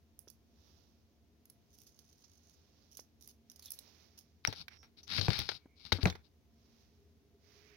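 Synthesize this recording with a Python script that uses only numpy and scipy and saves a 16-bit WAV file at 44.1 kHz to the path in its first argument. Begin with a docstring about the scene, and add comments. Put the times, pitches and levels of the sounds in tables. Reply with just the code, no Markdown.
"""A linked cartridge belt is dragged and folded on a carpet beside its open steel drum: struck links
tick and ring as short modes, cartridge shells clink, and cloth brushes as a hiss of tiny contacts.
Then the phone lying next to it is picked up: fingers knock, rub and squeak on its resonant case, close
to the two microphone ports, and the case thumps as decaying low swings.
A small furnished room hums underneath as shaped noise with a few narrow resonances."""
import sys
import numpy as np
from scipy import signal
from scipy.fft import rfft, irfft
from scipy.io import wavfile
from scipy.ndimage import uniform_filter1d

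SR = 44100
rng = np.random.default_rng(int(sys.argv[2]) if len(sys.argv) > 2 else 0)


def wav_out(sig):
    """Save sig, one row per channel (or a flat mono array), as 16-bit PCM at SR to the path in sys.argv[1]."""
    wavfile.write(sys.argv[1], SR, np.round(np.clip(np.atleast_2d(sig).T, -1, 1) * 32767).astype(np.int16))


N = 342331
TIME = np.arange(N) / SR

# bright tick of a steel link, also used for a fingernail: f/Hz, relative level/dB
TICK_SPECTRUM = [(5000, -26), (7600, -15), (9500, -2.5), (11300, -1), (13000, -4), (16000, -1.5)]
# duller clack of a steel link: f/Hz, relative level/dB
CLACK_SPECTRUM = [(300, -13.5), (900, -6.5), (2200, -10.5), (4100, -1), (5700, 9.5), (6600, 7), (7600, -33),
                  (10000, -18)]
# a movement builds up over a share of its length and dies away with a time constant in s
FLEX_ATTACK_SHARE, FLEX_RELEASE_S = 0.088, 0.0048
SLIDE_ATTACK_SHARE, SLIDE_RELEASE_S = 0.35, 0.0078


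def undb(db):
    """Level in decibels to amplitude ratio."""
    return 10 ** (np.asarray(db) / 20)


def unit(x):
    """Normalise the signal power: scale to rms 1."""
    return x / np.sqrt(np.mean(x ** 2) + 1e-30)


def along(points, size):
    """Sample a (f/Hz, value) curve at the bins of a transform, interpolating on a log-frequency axis."""
    hz, value = np.transpose(points)
    return np.interp(np.log(np.fft.rfftfreq(size, 1 / SR) + 1), np.log(hz), value)


def curve(table):
    """Piecewise-linear function of time through (t/s, value) points."""
    return np.interp(TIME, *np.transpose(table))


def colour(x, points):
    """Minimum-phase filtering: the folded cepstrum of a (f/Hz, level/dB) curve gives a causal response."""
    size = 2048
    cepstrum = irfft(np.log(undb(along(points, size))))
    cepstrum[1:size // 2] *= 2
    cepstrum[size // 2 + 1:] = 0
    response = irfft(np.exp(rfft(cepstrum)))
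    return signal.fftconvolve(x, response[None], axes=1)[:, :x.shape[1]]


def resonate(x, modes):
    """Linear resonance: a sum of single-pole peaks given as f/Hz, bandwidth/Hz, level/dB."""
    f = np.fft.rfftfreq(N, 1 / SR)
    response = sum(undb(db) / (1 + 2j * (f - hz) / wide) for hz, wide, db in modes)
    return irfft(rfft(x) * response, N)


def drone(hz, wide):
    """Narrow-band noise: white noise passed twice through one resonance, at rms 1."""
    mode = [(hz, wide, 0)]
    once = resonate(rng.standard_normal(N), mode)
    return unit(resonate(once, mode))


def ports(x, pan_db):
    """Level difference between two ports, left minus right in dB, at constant total power."""
    gains = undb(np.array([pan_db, -pan_db]) / 2).reshape(2, -1)
    return x * gains / np.sqrt(np.mean(gains ** 2, axis=0))


def add(out, s, x):
    """Superposition: mix x in at time s."""
    i = int(s * SR)
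    out[:, i:i + x.shape[1]] += x[:, :N - i]


def walk(rate):
    """Slow random fluctuation: random steps at this rate in Hz, smoothed twice, with a spread near 1."""
    k = int(SR / rate)
    steps = np.repeat(rng.standard_normal(N // k + 1), k)
    return 1.4 * uniform_filter1d(uniform_filter1d(steps, k), k)[:N]


def stroke(s, length, attack_share, release_s):
    """Envelope of one movement: linear rise, steady hold, exponential decay after its length."""
    attack = np.clip((TIME - s) / (attack_share * length), 0, 1)
    return attack * np.exp(-np.clip((TIME - s - length) / release_s, 0, 20))


def grains(rate, spread_db, size=N):
    """Shot noise: random contacts per second of unequal size, each reaching the two ports differently."""
    sizes = undb(spread_db * np.minimum(rng.exponential(size=size), 4))
    struck = rng.random(size) < rate / SR
    return struck * sizes * rng.standard_normal((2, size))


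def ring(modes, t, detune):
    """Modal decay: damped sines (f/Hz, level/dB, T60/s) with independent phases at the two ports."""
    total = 0
    for hz, db, t60 in modes:
        shifted_hz = hz * (1 + detune * rng.standard_normal())
        swing = np.sin(2 * np.pi * (shifted_hz * t + rng.random((2, 1))))
        total = total + undb(db) * np.exp(-np.log(1000) * t / t60) * swing
    return total


def contact(t, decay, grit):
    """Impact excitation: exponentially decaying noise, broken into unequal small contacts by grit."""
    flurry = rng.standard_normal((2, len(t))) * np.exp(grit * rng.standard_normal(len(t)))
    return flurry * np.exp(-t / decay)


def blow(x, db, decay, pan_db):
    """Energy scaling: give a hit the energy of a burst that starts at db and dies with this decay time."""
    x = x / np.sqrt(np.sum(x ** 2, axis=1, keepdims=True))
    return ports(x, pan_db) * undb(db) * np.sqrt(decay * SR / 2)


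def link_ring(x, t60, count=14):
    """Modal response of a stamped steel link: short irregular modes, drawn anew for every call."""
    t = TIME[:SR // 12]
    modes = [(hz, 0, t60) for hz in rng.uniform(2500, 15500, count)]
    return unit(signal.fftconvolve(x, ring(modes, t, detune=0), axes=1)[:, :x.shape[1]])


def clinks(ring_db=-4, link_db=-5, bounce_db=-20, bounce_s=0.0037, snap_db=5, snap_s=0.0017, gain_db=1):
    """Impact and modal response: each strike snaps and bounces in a link and rings a detuned shell."""
    # strikes of cartridges and links: t/s, level before gain_db/dB, rattle decay/s,
    # clack relative to tick and shell/dB, left minus right/dB
    strikes = [(0.191, -39.5, 0.0015, -13, -16), (0.279, -52, 0.0074, 10, -25),
               (0.301, -44.5, 0.0018, -7, -13), (1.455, -51.5, 0.0015, -6, -5),
               (1.499, -47, 0.0024, -11, -6), (1.99, -53, 0.0048, 3.5, -18), (2.2386, -58, 0.011, 23, -15),
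               (2.9707, -39, 0.0021, -3, -8), (2.996, -47.5, 0.0041, 19, -8),
               (3.2751, -41, 0.0014, -14, -13), (3.4987, -53, 0.015, 2.5, -10.5),
               (3.516, -49.5, 0.0032, -3.5, -5), (3.56, -51.5, 0.0043, -1, -14),
               (3.594, -50, 0.0051, 1.5, -5), (3.658, -42.5, 0.0033, 0, -6), (3.7046, -35, 0.0022, -12, -5),
               (3.7182, -31.5, 0.002, -10.5, -7), (3.7347, -47, 0.0053, -2, 4),
               (3.7891, -41, 0.0026, -7, -12), (5.031, -54, 0.012, 19, 1)]
    # modes of a cartridge shell: mean f/Hz, relative level/dB, T60/s
    shell_modes = [(4970, -1.5, 0.063), (11030, 18, 0.016), (11570, 16.5, 0.012)]
    out, t = np.zeros((2, N)), TIME[:SR // 6]
    for s, db, decay, clack_db, pan_db in strikes:
        snap = undb(snap_db) * contact(t, snap_s, grit=0)
        rattle = contact(t, decay, grit=0.96)
        bounce = undb(bounce_db) * contact(t, bounce_s, grit=0.38)
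        push = snap + rattle + bounce
        link = unit(push) + undb(link_db) * link_ring(push, t60=0.0091)
        shell = signal.fftconvolve(push, ring(shell_modes, t, detune=0.0178), axes=1)[:, :len(t)]
        bright = unit(unit(colour(link, TICK_SPECTRUM)) + undb(ring_db) * unit(shell))
        clack = undb(clack_db) * unit(colour(link, CLACK_SPECTRUM))
        add(out, s, blow(bright + clack, db + gain_db, decay, pan_db))
    return out


def chatter(pan_db=-9, ring_db=0, cluster_db=0.5, count=4):
    """Shot excitation of modes: each pull shifts several links in clusters of tiny ringing ticks."""
    # pulls and folds of the belt: t/s, length/s, level/dB, clack relative to tick/dB
    flexes = [(1.658, 0.89, -80, 6), (1.729, 0.023, -69.5, 0.5), (1.775, 0.069, -67, -1.5),
              (1.866, 0.021, -66, 2.5), (2.909, 0.051, -69, 4), (2.976, 0.029, -58.5, 0.5),
              (3.198, 0.071, -67.5, 1), (3.286, 0.022, -58.5, 1), (3.621, 0.06, -62, -3),
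              (4.172, 0.032, -61.5, 3)]
    out, clusters = np.zeros((2, N)), undb(cluster_db * walk(30.3))
    for s, length, db, clack_db in flexes:
        span = slice(int(s * SR), int((s + length + 10 * FLEX_RELEASE_S) * SR))
        effort = (clusters * stroke(s, length, FLEX_ATTACK_SHARE, FLEX_RELEASE_S))[span]
        links = 0
        for _ in range(count):
            ticks = grains(rate=220, spread_db=4, size=SR + SR // 2)[:, :len(effort)]
            links = links + unit(ticks) + undb(ring_db) * link_ring(ticks, t60=0.023)
        clack = undb(clack_db) * unit(colour(links, CLACK_SPECTRUM))
        sound = unit(colour(links, TICK_SPECTRUM)) + clack
        add(out, s, sound * effort * undb(db))
    return ports(out, pan_db)


def scrape(s=3.62, length=0.068, db=-62, start_hz=4500, fall_octaves_per_s=4.7, width_hz=1000, catch_db=2.0):
    """Stick-slip friction: a link slips along a cartridge as the folded end is laid down; its note falls."""
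    glide = 2 ** (-fall_octaves_per_s * np.clip(TIME - s, 0, 2 * length))
    # reading the noise ever more slowly lowers its pitch
    note = np.interp(np.cumsum(glide) / SR, TIME, drone(start_hz, width_hz))
    caught = unit(note * undb(catch_db * walk(190)))
    return caught * undb(db) * stroke(s, length, FLEX_ATTACK_SHARE, FLEX_RELEASE_S)


def brush(flutter_db=1, body_hz=2200, body_width_hz=1400, attack_share=0.78, release_s=0.17):
    """Friction noise: cloth and carpet fibres hiss as dense shot noise over a broad resonance."""
    # sleeve and belt over the carpet: t/s, length/s, hiss level/dB, left minus right/dB, relative body/dB
    sweeps = [(0.42, 0.36, -71, -13.5, -22), (1.37, 1.49, -74, -9.5, -15.5), (3.43, 0.57, -65, -13, -12),
              (6.457, 0.38, -73.5, -8, -12), (7.384, 0.18, -66, -14.5, -8), (7.557, 0.2, -78.5, -44, 9)]
    # spectrum of the cloth: f/Hz, relative level/dB
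    cloth = [(300, 1.5), (1200, -5.5), (2000, -12), (3800, -1.5), (5600, 2), (6600, -5), (7600, -29),
             (11000, -18), (16000, -13)]
    hiss = unit(colour(grains(rate=9800, spread_db=-1), cloth)) * undb(flutter_db * walk(23.0))
    body = drone(body_hz, body_width_hz)
    out = np.zeros((2, N))
    for s, length, db, pan_db, body_db in sweeps:
        fibres = ports(hiss + undb(body_db) * body, pan_db)
        out += fibres * undb(db) * stroke(s, length, attack_share, release_s)
    return out


def port_air(x):
    """Cavity resonance: the air in each microphone port colours whatever touches the case."""
    # left, then right port: f/Hz, bandwidth/Hz, level/dB
    port_modes = [(4360, 1100, 8), (5650, 190, 7)]
    return np.array([channel + resonate(channel, [mode]) for channel, mode in zip(x, port_modes)])


def knocks(gain_db=-3, tail_db=-30, tail_s=0.057, clean_s=0.00039):
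    """Impact duration: the briefer the touch, the more one clean push joins its flurry; the case buzzes on."""
    # fingers on the case: t/s, level before gains/dB, decay/s, hardness at 3-7 kHz/dB,
    # nail tick above 8 kHz/dB, left minus right/dB, low edge f/Hz
    touches = [(4.4503, -11.5, 0.00051, -3.5, -15.5, 16, 1130),
               (4.474, -27, 0.0026, -17.5, -5.5, -0.5, 350), (4.526, -35.5, 0.0067, -1, -10.5, -3.5, 300),
               (4.6816, -37, 0.004, -4.5, -9.5, -9.5, 1280), (4.83, -56.5, 0.024, -6, -10, -1, 582),
               (5.0786, -39.5, 0.00088, 7.5, -4, 13.5, 306), (5.181, -28.5, 0.0082, -1.5, -16, 7.5, 820),
               (5.2121, -26, 0.0032, 9, -22, 25.5, 600), (5.2823, -18.5, 0.0018, -14, -42, -6.5, 150),
               (5.303, -27.5, 0.0036, 0.5, -27.5, 18, 700), (5.3898, -25, 0.0034, 5.5, 5.5, -15, 400),
               (5.4896, -26, 0.0061, -1.5, -19, 9, 453), (5.517, -35.5, 0.0038, -6, -22, 13, 300),
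               (5.9202, -19, 0.0037, -10, -36, 22.5, 250), (5.924, -19.5, 0.0041, 2.5, -11.5, 0, 300),
               (6.0304, -27.5, 0.0013, 4.5, -27, 21, 300), (6.0552, -16, 0.0033, -17, -47, 4, 99.3),
               (6.069, -33, 0.014, -3, -26, -3, 200), (6.0996, -31.5, 0.0039, 2.5, -9, -8, 300),
               (6.126, -35, 0.0013, -22, -19, -13, 150), (6.1524, -41.5, 0.007, -9.5, -18, -8, 150)]
    # case under a soft, then under a hard touch: f/Hz, relative level/dB
    case_soft = [(100, 3.5), (400, 8), (850, -0.5), (1600, 2), (2500, -1.5), (3200, -20.5), (5000, -41.5)]
    case_hard = [(2000, -31), (3200, -0.5), (4200, -2), (5400, -5.5), (6500, -12.5), (7300, -31),
                 (10000, -48)]
    out, t = np.zeros((2, N)), TIME[:SR // 6]
    for s, db, decay, hard_db, nail_db, pan_db, low_hz in touches:
        flurry = contact(t, decay, grit=0.67) + undb(tail_db) * contact(t, tail_s, grit=0.18)
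        push = unit(flurry) + clean_s / decay * unit(signal.unit_impulse(len(t)))
        push = signal.sosfilt(signal.butter(2, low_hz, "high", fs=SR, output="sos"), push)
        soft = unit(colour(push, case_soft))
        hard = undb(hard_db) * unit(colour(push, case_hard))
        nail = undb(nail_db) * unit(colour(push, TICK_SPECTRUM))
        add(out, s, blow(soft + hard + nail, db + gain_db, decay, pan_db))
    return port_air(out)


def rub(stick_db=0.7, shift_db=3.0, body_hz=1900, body_width_hz=1300):
    """Stick-slip friction: skin slips over the case, its shot noise coloured by the air in the ports."""
    # finger slides: t/s, length/s, level before the case gain/dB, left minus right/dB, finger pad body/dB
    slides = [(4.438, 0.07, -49.5, 5.5, -2.5), (4.541, 0.083, -47.5, 6.5, -15),
              (4.695, 0.076, -63, -8.5, 6), (4.967, 0.037, -54.5, 5.5, -2), (5.068, 0.037, -49, 20, 0),
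              (5.088, 0.11, -34.5, 12.5, 4), (5.201, 0.067, -37, 13, -2), (5.272, 0.15, -37, 17.5, 5),
              (5.368, 0.2, -45.5, 13, -3), (5.752, 0.16, -57.5, 15, -14.5), (5.842, 0.026, -53.5, 14, 1.5),
              (5.921, 0.053, -46.5, 13.5, 0.5), (6.005, 0.031, -46, 14, 8), (6.231, 0.041, -67, 18, -7)]
    # spectrum of the skin: f/Hz, relative level/dB
    skin = [(150, 7), (500, -12), (1500, -6), (3200, -3.5), (5300, -1.5), (6300, -16), (7400, -29.5),
            (10000, -19), (16000, -27)]
    slips = colour(grains(rate=4000, spread_db=2.5), skin) * undb(stick_db * walk(50))
    heard = np.array([unit(x) for x in port_air(slips)])
    body = resonate(heard, [(body_hz, body_width_hz, 0)])
    # as the finger rolls between tip and pad, the low body comes and goes
    roll = undb(shift_db * walk(22))
    out = np.zeros((2, N))
    for s, length, db, pan_db, pad_db in slides:
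        scraped = ports(heard + (roll * undb(pad_db) - 1) * body, pan_db)
        out += scraped * undb(db) * stroke(s, length, SLIDE_ATTACK_SHARE, SLIDE_RELEASE_S)
    return out


def squeaks(sharpness=12, pan_db=-9, catch_db=4.5):
    """Friction-driven resonance: a finger creeps along the right edge on one hoarse note that catches."""
    # singing creeps: t/s, length/s, level before catching/dB, f/Hz
    creeps = [(4.7, 0.16, -71, 5550), (5.564, 0.28, -76, 2260)]
    note = np.zeros(N)
    for s, length, db, hz in creeps:
        envelope = stroke(s, length, FLEX_ATTACK_SHARE, SLIDE_RELEASE_S)
        note += drone(hz, hz / sharpness) * undb(db) * envelope
    return ports(note * undb(catch_db * walk(20)), pan_db)


def pings():
    """Free vibration: the belt bumps down or a fingertip pats the phone, and one resonance rings on."""
    # bumps and taps: t/s, peak level/dB, f/Hz, T60/s, left minus right/dB
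    taps = [(2.9927, -48, 1960, 0.0052, -7), (3.789, -39, 4030, 0.012, -2.5),
            (4.474, -20.5, 5640, 0.019, -17), (4.476, -32.5, 852, 0.064, -2),
            (6.0554, -30, 6020, 0.013, -12.5)]
    out = np.zeros((2, N))
    for s, db, hz, t60, pan_db in taps:
        add(out, s, ports(ring([(hz, db, t60)], TIME[:SR // 10], detune=0), pan_db))
    return out


def thumps(rise_s=0.00061, thud_db=-7, gain_db=1):
    """Damped oscillation: a weight lands softly, with low swings and a dull thud around one pitch."""
    # belt on the floor, then hand on the phone: t/s, swing level before gain_db/dB, f/Hz, T60/s,
    # left minus right/dB
    bumps = [(0.274, -46.5, 420, 0.013, -5), (2.993, -39, 438, 0.0092, -3.5), (4.481, -32, 105, 0.11, 19.5),
             (5.185, -32, 100, 0.33, 24), (5.285, -20, 112.6, 0.12, 22), (5.39, -31, 81.6, 0.14, 28),
             (5.657, -47, 259, 0.028, 1), (5.926, -24.5, 91, 0.13, 17), (5.986, -38.5, 272, 0.086, 1.5),
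             (6.032, -22.5, 87.5, 0.23, 30.5), (6.057, -22, 178.7, 0.13, 0)]
    out, t = np.zeros((2, N)), TIME[:SR // 2]
    for s, db, hz, t60, pan_db in bumps:
        spectrum = [(hz / 4, -14), (hz / 2, -2), (hz, 0), (2.3 * hz, -8), (5 * hz, -13), (20 * hz, -45)]
        thud = unit(colour(rng.standard_normal((1, len(t))), spectrum))
        swing = np.sin(2 * np.pi * hz * t) + undb(thud_db) * thud
        envelope = (1 - np.exp(-t / rise_s)) * np.exp(-np.log(1000) * t / t60)
        add(out, s, ports(swing * envelope, pan_db) * undb(db + gain_db))
    return out


def steel(s=6.099):
    """Exponential decay: nudged steel rings at one mode, and a fainter, higher tone sounds with it."""
    # mode of the steel, then the higher tone: mean f/Hz, level/dB, T60/s
    ring_tones = [(3510, -52, 0.19), (6550, -56, 0.13)]
    out = np.zeros((2, N))
    add(out, s, ring(ring_tones, TIME[:SR // 2], detune=.001))
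    return out


def room_tone(level_db=-70, waver_db=0.5, hum_hz=410, hum_width_hz=30):
    """Partly coherent noise: a low rumble alike in both ports mainly in the bass, with narrow drones."""
    # spectrum of the quiet room: f/Hz, relative density/dB per Hz
    spectrum = [(25, -31), (50, -10.5), (75, 1.5), (120, -9.5), (300, -12), (650, -24.5), (1300, -33),
                (5200, -34.5), (6400, -35.5), (7600, -47), (16000, -39)]
    # likeness of the two ports: f/Hz, coherence (0-1)
    port_likeness = [(500, 0.66), (1400, 0.18), (7000, .05)]
    # low resonances of the room: f/Hz, bandwidth/Hz, level/dB
    room_modes = [(78, 11, -75), (228.8, 9.2, -78.5), (686.7, 23, -90.5)]
    # hum that grows as the phone moves in beside the drum: t/s, level/dB
    hum_level = [(0, -89.5), (6.4, -84), (7.76, -70)]
    mid, side = rfft(rng.standard_normal((2, N)))
    shape, likeness = undb(along(spectrum, N)), np.clip(along(port_likeness, N), 0, 1)
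    centre = irfft(mid * shape, N)
    width = irfft(side * shape * np.sqrt((1 - likeness) / (1 + likeness)), N)
    air = np.array([centre + width, centre - width]) / np.std(centre)
    air = air * undb(level_db + waver_db * walk(2.2))
    drones = sum(undb(db) * drone(hz, wide) for hz, wide, db in room_modes)
    hum = undb(curve(hum_level)) * drone(hum_hz, hum_width_hz)
    return air + drones + hum


def walls(x, t60, wet_db):
    """Diffuse reverberation: the short echo of a carpeted room as exponentially decaying noise."""
    t = TIME[:SR // 2]
    envelope = np.exp(-np.log(1000) * t / t60) * (1 - np.exp(-t / 0.0072))
    tail = rng.standard_normal((2, len(t))) * envelope
    tail /= np.sqrt(np.sum(tail ** 2, axis=1, keepdims=True))
    return x + undb(wet_db) * signal.fftconvolve(x, tail, axes=1)[:, :N]


def scene(case_db=-2.5):
    """Superposition: the belt on the carpet, the hand on the phone's resonant case, and the room."""
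    # resonances of the phone's case: f/Hz, bandwidth/Hz, level/dB
    case_modes = [(825, 110, -0.5), (1420, 200, -6), (2240, 290, -2), (3810, 120, -3)]
    belt = walls(clinks() + chatter() + scrape(), t60=0.17, wet_db=-11.0)
    touch = undb(case_db) * (knocks() + rub())
    # the hand is so near that the room hardly counts
    hand = walls(touch + resonate(touch, case_modes), t60=.15, wet_db=-21)
    return belt + brush() + hand + pings() + squeaks() + thumps() + steel() + room_tone()


def record(dry, low_cut_hz=42, top_hz=15900):
    """Band limiting: the phone cuts the deepest bass and, steeply, the top."""
    dry = signal.sosfilt(signal.butter(2, low_cut_hz, "high", fs=SR, output="sos"), dry)
    return signal.sosfilt(signal.ellip(8, .2, 70, top_hz, fs=SR, output="sos"), dry)


dry = scene()
out = record(dry)
wav_out(out)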